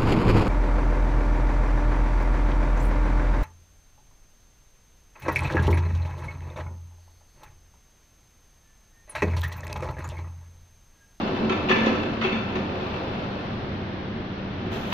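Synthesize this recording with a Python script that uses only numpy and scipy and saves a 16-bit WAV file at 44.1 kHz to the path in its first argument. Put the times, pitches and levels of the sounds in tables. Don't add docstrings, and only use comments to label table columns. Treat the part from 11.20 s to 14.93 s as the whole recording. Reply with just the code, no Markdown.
import sys
import numpy as np
from scipy import signal
from scipy.fft import rfft, irfft
from scipy.io import wavfile

SR = 44100
rng = np.random.default_rng(int(sys.argv[2]) if len(sys.argv) > 2 else 0)


def log_audio(samples):
    frames = np.atleast_2d(samples).T
    limited = np.clip(frames, -1, 1)
    pcm = np.round(limited * 32767).astype(np.int16)
    wavfile.write(sys.argv[1], SR, pcm)


N = 164493

LOW_HALL_SEND_DB = -3


def stacker():
    chassis_roll, forks_roll, mast_roll = rolling()
    low = chassis_roll + forks_roll + thumps()
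    high = mast_roll + clanks()
    reverb = hall(amp(LOW_HALL_SEND_DB) * low + high)
    return low + high + reverb + rush()


# t/s, chassis thud level/dB, fork knock level/dB, thud lower edge f/Hz
THUMPS = [(.208, 2.5, -6, 121.7), (.303, -5, 7.5, 200), (0.501, 8, 9.5, 130), (0.561, 8, 1, 101),
          (0.611, 5, -11, 147), (0.666, 10.5, 0, 230), (0.723, 1, -5, 198), (.775, 3.5, -5, 120),
          (0.841, 0.5, -9, 120), (1.047, -3, 8, 229), (1.126, 5.5, -3, 150), (1.358, 2.5, 0, 130),
          (1.607, -7, -2.5, 196)]


def thumps():
    out = np.zeros((2, N))
    for start_s, thud_db, knock_db, edge_hz in THUMPS:
        thud = amp(thud_db) * above(chassis_ring(), edge_hz)
        knock = amp(knock_db) * forks_ring()
        add(out, start_s, thud + knock)
    return out


# t/s, level/dB, rattle decay to 1/e /s, lower edge f/Hz
CLANKS = [(0.293, 3.5, 0.013, 1000), (.317, 2, 0.0099, 685), (0.371, -6, 0.011, 600),
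          (0.485, 1, 0.008, 1710), (.492, 9, 0.023, 970), (0.508, 10.5, 0.015, 750),
          (.556, 0.5, .008, 1310), (.581, -2, .006, 1100), (0.603, -6, 0.0086, 637),
          (.63, -2.5, 0.0091, 800), (0.658, -5, 0.0067, 3070), (0.666, 3, 0.016, 587),
          (.72, -7.5, 0.01, 617), (1.011, 5.5, 0.039, 1150), (1.035, 4, 0.025, 1260),
          (1.119, -1, 0.013, 1210), (1.149, -4, 0.022, 880), (1.35, -1.5, 0.019, 950),
          (1.605, -9, 0.028, 820), (3.72, 5, 0.016, 876)]
RATTLES_PER_S, RATTLE_SHARE = 1200, 0.71
CLANK_CROWD_DB = 3.5


def clanks():
    out = np.zeros((2, N))
    t = np.arange(SR // 5) / SR
    for start_s, db, decay_s, edge_hz in CLANKS:
        hits = rng.random(len(t)) < RATTLES_PER_S / SR
        rattle = rng.choice([-1, 1], len(t)) * hits * np.exp(-t / decay_s)
        force = RATTLE_SHARE * unit_energy(rattle) + (1 - RATTLE_SHARE) * (t == 0)
        clank = signal.fftconvolve(force[None], mast_ring(CLANK_CROWD_DB), axes=1)
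        add(out, start_s, amp(db) * above(clank, edge_hz))
    return out


GRIT_CROWD_DB = 6


def rolling():
    parts = chassis_ring(), forks_ring(), mast_ring(GRIT_CROWD_DB)
    return [signal.fftconvolve(force[None], part, axes=1)[:, :N] for force, part in zip(grit(), parts)]


# t/s, wheel rumble level/dB, grit chatter level/dB
ROLL = [(0, -32.5, -35), (.25, -35.5, -43), (.45, -38.5, -47), (.65, -34.5, -35), (.95, -35.5, -40.5),
        (1.2, -40.5, -42), (1.5, -34.5, -43), (1.7, -45.5, -40.5), (2.0, -39, -44.5), (2.4, -44.5, -50.5),
        (3.0, -42.5, -59), (3.3, -47.5, -56), (3.47, -35.5, -47), (3.73, -49.5, -46)]
GRIT_PER_S, GRIT_SPREAD_DB = 550, 5
FORK_RUMBLE_DB = -3


def grit():
    size = amp(GRIT_SPREAD_DB * np.minimum(rng.exponential(1, (3, N)), 4))
    signed = size * rng.choice([-1, 1], (3, N))
    knocks = unit(signed * (rng.random((3, N)) < GRIT_PER_S / SR))
    rumble = level(ROLL, index=1)
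    chatter = level(ROLL, index=2)
    return knocks * np.array([rumble, amp(FORK_RUMBLE_DB) * rumble, chatter])


# f/Hz, relative level/dB, t60/s
CHASSIS = [(165.3, -6, 0.14), (223.5, 3.5, 0.23), (260, -3, 0.24), (292.2, -2.5, 0.14), (502.3, -9.5, 0.3),
           (530.3, -3.5, 0.36)]
# f/Hz, relative density level/dB per Hz
THUD = [(40, -13.5), (140, 1.5), (250, 1), (450, -2), (550, -1), (680, -9.5), (1100, -9), (2000, -31.5),
        (5000, -47.5), (15000, -87)]
CHASSIS_CROWD_DB = -7.5


def chassis_ring():
    return ring(CHASSIS, THUD, CHASSIS_CROWD_DB)


# f/Hz, relative level/dB, t60/s
FORKS = [(371, 1, 0.22), (787, -17, 0.13)]
FORKS_CROWD_DB = -16.5


def forks_ring():
    return ring(FORKS, THUD, FORKS_CROWD_DB)


# f/Hz, relative level/dB, t60/s
MAST = [(1009, -3, 0.17), (1205, -6, 0.079), (1331.4, -1.5, 0.23), (1748, -7, 0.11), (2330, -5, 0.28),
        (2500, -3.5, 0.16), (2542, -5.5, 0.14), (2630, -3, 0.14), (2694, -9, 0.13), (3343, -12, .07),
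        (3510, -8, 0.15), (3600, -14.5, 0.082), (4430, -13.5, 0.11)]
# f/Hz, relative density level/dB per Hz
CLATTER = [(100, -27.5), (400, -3), (700, 2), (1000, 6), (1350, -1.5), (2000, -1.5), (2700, -1), (3700, -9),
           (5200, -23.5), (6400, -25.5), (8000, -50), (12000, -51.5), (15000, -48.5)]


def mast_ring(crowd_db):
    return ring(MAST, CLATTER, crowd_db)


CROWD_T60_S, CONTACT_S = 0.053, 0.0024
STRIKE_DETUNE, STRIKE_SPREAD_DB = 0.0053, 2.5


def ring(modes, crowd, crowd_db):
    size = SR // 3
    t = np.arange(size) / SR
    tones = 0
    for hz, db, t60_s in modes:
        detune, weight, side = rng.standard_normal(3)
        lead = np.sign(side) * np.arccos(np.clip(at_hz(ALIKE, hz), -1, 1)) / 2
        struck_hz = hz * (1 + STRIKE_DETUNE * detune)
        tone = np.sin(2 * np.pi * struck_hz * t + [[lead], [-lead]])
        tones = tones + amp(db + STRIKE_SPREAD_DB * weight) * unit_energy(tone * amp(-60 * t / t60_s))
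    dense = colour(pair(size), crowd) * amp(-60 * t / CROWD_T60_S)
    both = unit_energy(tones) + amp(crowd_db) * unit_energy(dense)
    soft_onset = 1 - np.exp(-(t / CONTACT_S) ** 2)
    return unit_energy(both * soft_onset)


# f/Hz, relative density level/dB per Hz
RUSH = [(100, -3), (400, 6), (800, 4), (1100, 1.5), (1800, -11), (2800, -13), (4200, -14), (5200, -22.5),
        (6500, -43.5), (8000, -46.5), (9700, -60), (11700, -40), (14500, -54)]
# t/s, level/dB
RUSH_LEVEL = [(0, -30.5), (.4, -33), (.65, -28.5), (1, -37), (1.5, -36.5), (1.72, -33), (2.1, -36),
              (2.5, -39.5), (3, -50), (3.73, -40)]


def rush():
    return level(RUSH_LEVEL) * unit(colour(pair(N), RUSH))


# f/Hz, t60/s
HALL = [(100, 0.7), (400, 0.45), (1000, 1.04), (2700, 0.77), (6000, 0.68), (13000, 0.52)]
HALL_DB, HALL_BUILD_S = -4, 0.018


def hall(x):
    hz, s, bins = signal.stft(pair(SR), SR, nperseg=256)
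    decayed = bins * amp(-60 * s / at_hz(HALL, hz)[:, None])
    tail = signal.istft(decayed, SR, nperseg=256)[1][:, :SR]
    tail = tail * np.minimum(np.arange(SR) / SR / HALL_BUILD_S, 1)
    return amp(HALL_DB) * signal.fftconvolve(x, unit_energy(tail), axes=1)[:, :N]


# f/Hz, relative density level/dB per Hz
HISS = [(200, 3), (700, 4), (1400, -2), (2200, -6.5), (3200, -2.5), (4400, -13.5), (5200, -19), (6500, -21),
        (9000, -37), (11000, -30), (13000, -22), (15000, -49)]
# t/s, level/dB
HISS_LEVEL = [(3.505, -60), (3.517, -38.5), (3.54, -33.5), (3.59, -38), (3.68, -38.5), (3.73, -35.5)]
HISS_GRAIN_DB, HISS_GRAIN_HZ = 1, 181


def hiss():
    started = np.arange(N) / SR > HISS_LEVEL[0][0]
    grain = amp(HISS_GRAIN_DB * drift(HISS_GRAIN_HZ))
    return started * level(HISS_LEVEL) * unit(colour(pair(N), HISS) * grain)


# middle t/s, half length to 1/e /s, f/Hz, level at the middle/dB
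DRONES = [(0.406, 0.053, 307, -33.5), (2.398, 0.085, 123, -35), (3.47, 0.055, 237, -36.5)]
DRONE_WAVER_HZ = 3.06


def drones():
    t = np.arange(N) / SR
    out = 0
    for middle_s, half_s, hz, db in DRONES:
        swell = np.exp(-((t - middle_s) / half_s) ** 2)
        out = out + amp(db) * swell * unit(wavering_tone(hz, DRONE_WAVER_HZ, 9.4))
    return out


# f/Hz, relative density level/dB per Hz
AIR = [(12, -19), (22, -8.5), (56, -10.5), (80, -1), (105, -3), (140, -2), (195, -5), (245, -5.5),
       (320, -6), (450, -13), (700, -13.5), (1100, -17.5), (1700, -19), (2200, -22.5), (3200, -25),
       (4400, -32), (6200, -47.5), (7500, -114), (12000, -66), (14500, -74.5)]
AIR_DB = -33


def background():
    return amp(AIR_DB) * unit(colour(pair(N), AIR)) + machine_hum()


# f/Hz, level/dB
HUM = [(97, -44), (193.8, -39.5)]
HUM_WAVER_HZ, HUM_SWAY = 0.93, 0.36


def machine_hum():
    out = 0
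    for hz, db in HUM:
        sway = 1 + HUM_SWAY * drift(5.7)
        out = out + amp(db) * unit(sway * wavering_tone(hz, HUM_WAVER_HZ, 3.3))
    return out


def wavering_tone(hz, waver_hz, rate_hz):
    return np.sin(2 * np.pi * np.cumsum(hz + waver_hz * drift(rate_hz)) / SR)


def drift(hz):
    lowpass = 1 + (np.fft.rfftfreq(N, 1 / SR) / hz) ** 4
    return unit(irfft(rfft(rng.standard_normal(N)) / lowpass, N))


# f/Hz, left-right correlation
ALIKE = [(30, 0.98), (70, 1), (130, 0.94), (300, 0.95), (380, 0.9), (520, 0.72), (900, -0.056),
         (2000, 0.14), (4000, 0.091), (14000, -0.32)]


def pair(size):
    a, b = rfft(rng.standard_normal((2, size)))
    alike = np.clip(at_hz(ALIKE, np.fft.rfftfreq(size, 1 / SR)), -.999, .999)
    mid, side = a * np.sqrt(1 + alike), b * np.sqrt(1 - alike)
    return unit(irfft(np.array([mid + side, mid - side]), size))


def colour(x, points):
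    size = x.shape[-1]
    return irfft(rfft(x) * amp(at_hz(points, np.fft.rfftfreq(size, 1 / SR))), size)


def above(x, edge_hz):
    return unit_energy(signal.lfilter(*signal.butter(3, edge_hz, "high", fs=SR), x))


def add(mix, start_s, sound):
    part = mix[:, round(start_s * SR):][:, :sound.shape[1]]
    part += sound[:, :part.shape[1]]


def level(points, index=1):
    rows = np.array(points)
    return amp(np.interp(np.arange(N) / SR, rows[:, 0], rows[:, index]))


def at_hz(points, hz):
    f, value = np.transpose(points)
    return np.interp(np.log(hz + 1), np.log(f + 1), value)


def amp(db):
    return 10 ** (np.asarray(db) / 20)


def unit(x):
    return x / np.sqrt(np.mean(x ** 2) + 1e-20)


def unit_energy(x):
    return unit(x) / np.sqrt(x.shape[-1])


def scene():
    return stacker() + hiss() + drones() + background()


# f/Hz, level/dB added on the left and taken off the right
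TILT = [(400, 0), (2200, .2), (4000, 1.8), (6000, -5.5), (8000, -3.5), (12000, -4)]
NOTCH_HZ, NOTCH_Q = 4740, 80
EDGE_HZ = 14500


def record(dry):
    left = colour(dry[0], TILT)
    right = colour(dry[1], [(hz, -db) for hz, db in TILT])
    heard = signal.lfilter(*signal.iirnotch(NOTCH_HZ, NOTCH_Q, SR), np.array([left, right]))
    lowpass = signal.firwin(511, EDGE_HZ, window=("kaiser", 9), fs=SR)
    return signal.oaconvolve(heard, lowpass[None], "same")


dry = scene()
out = record(dry)
log_audio(out)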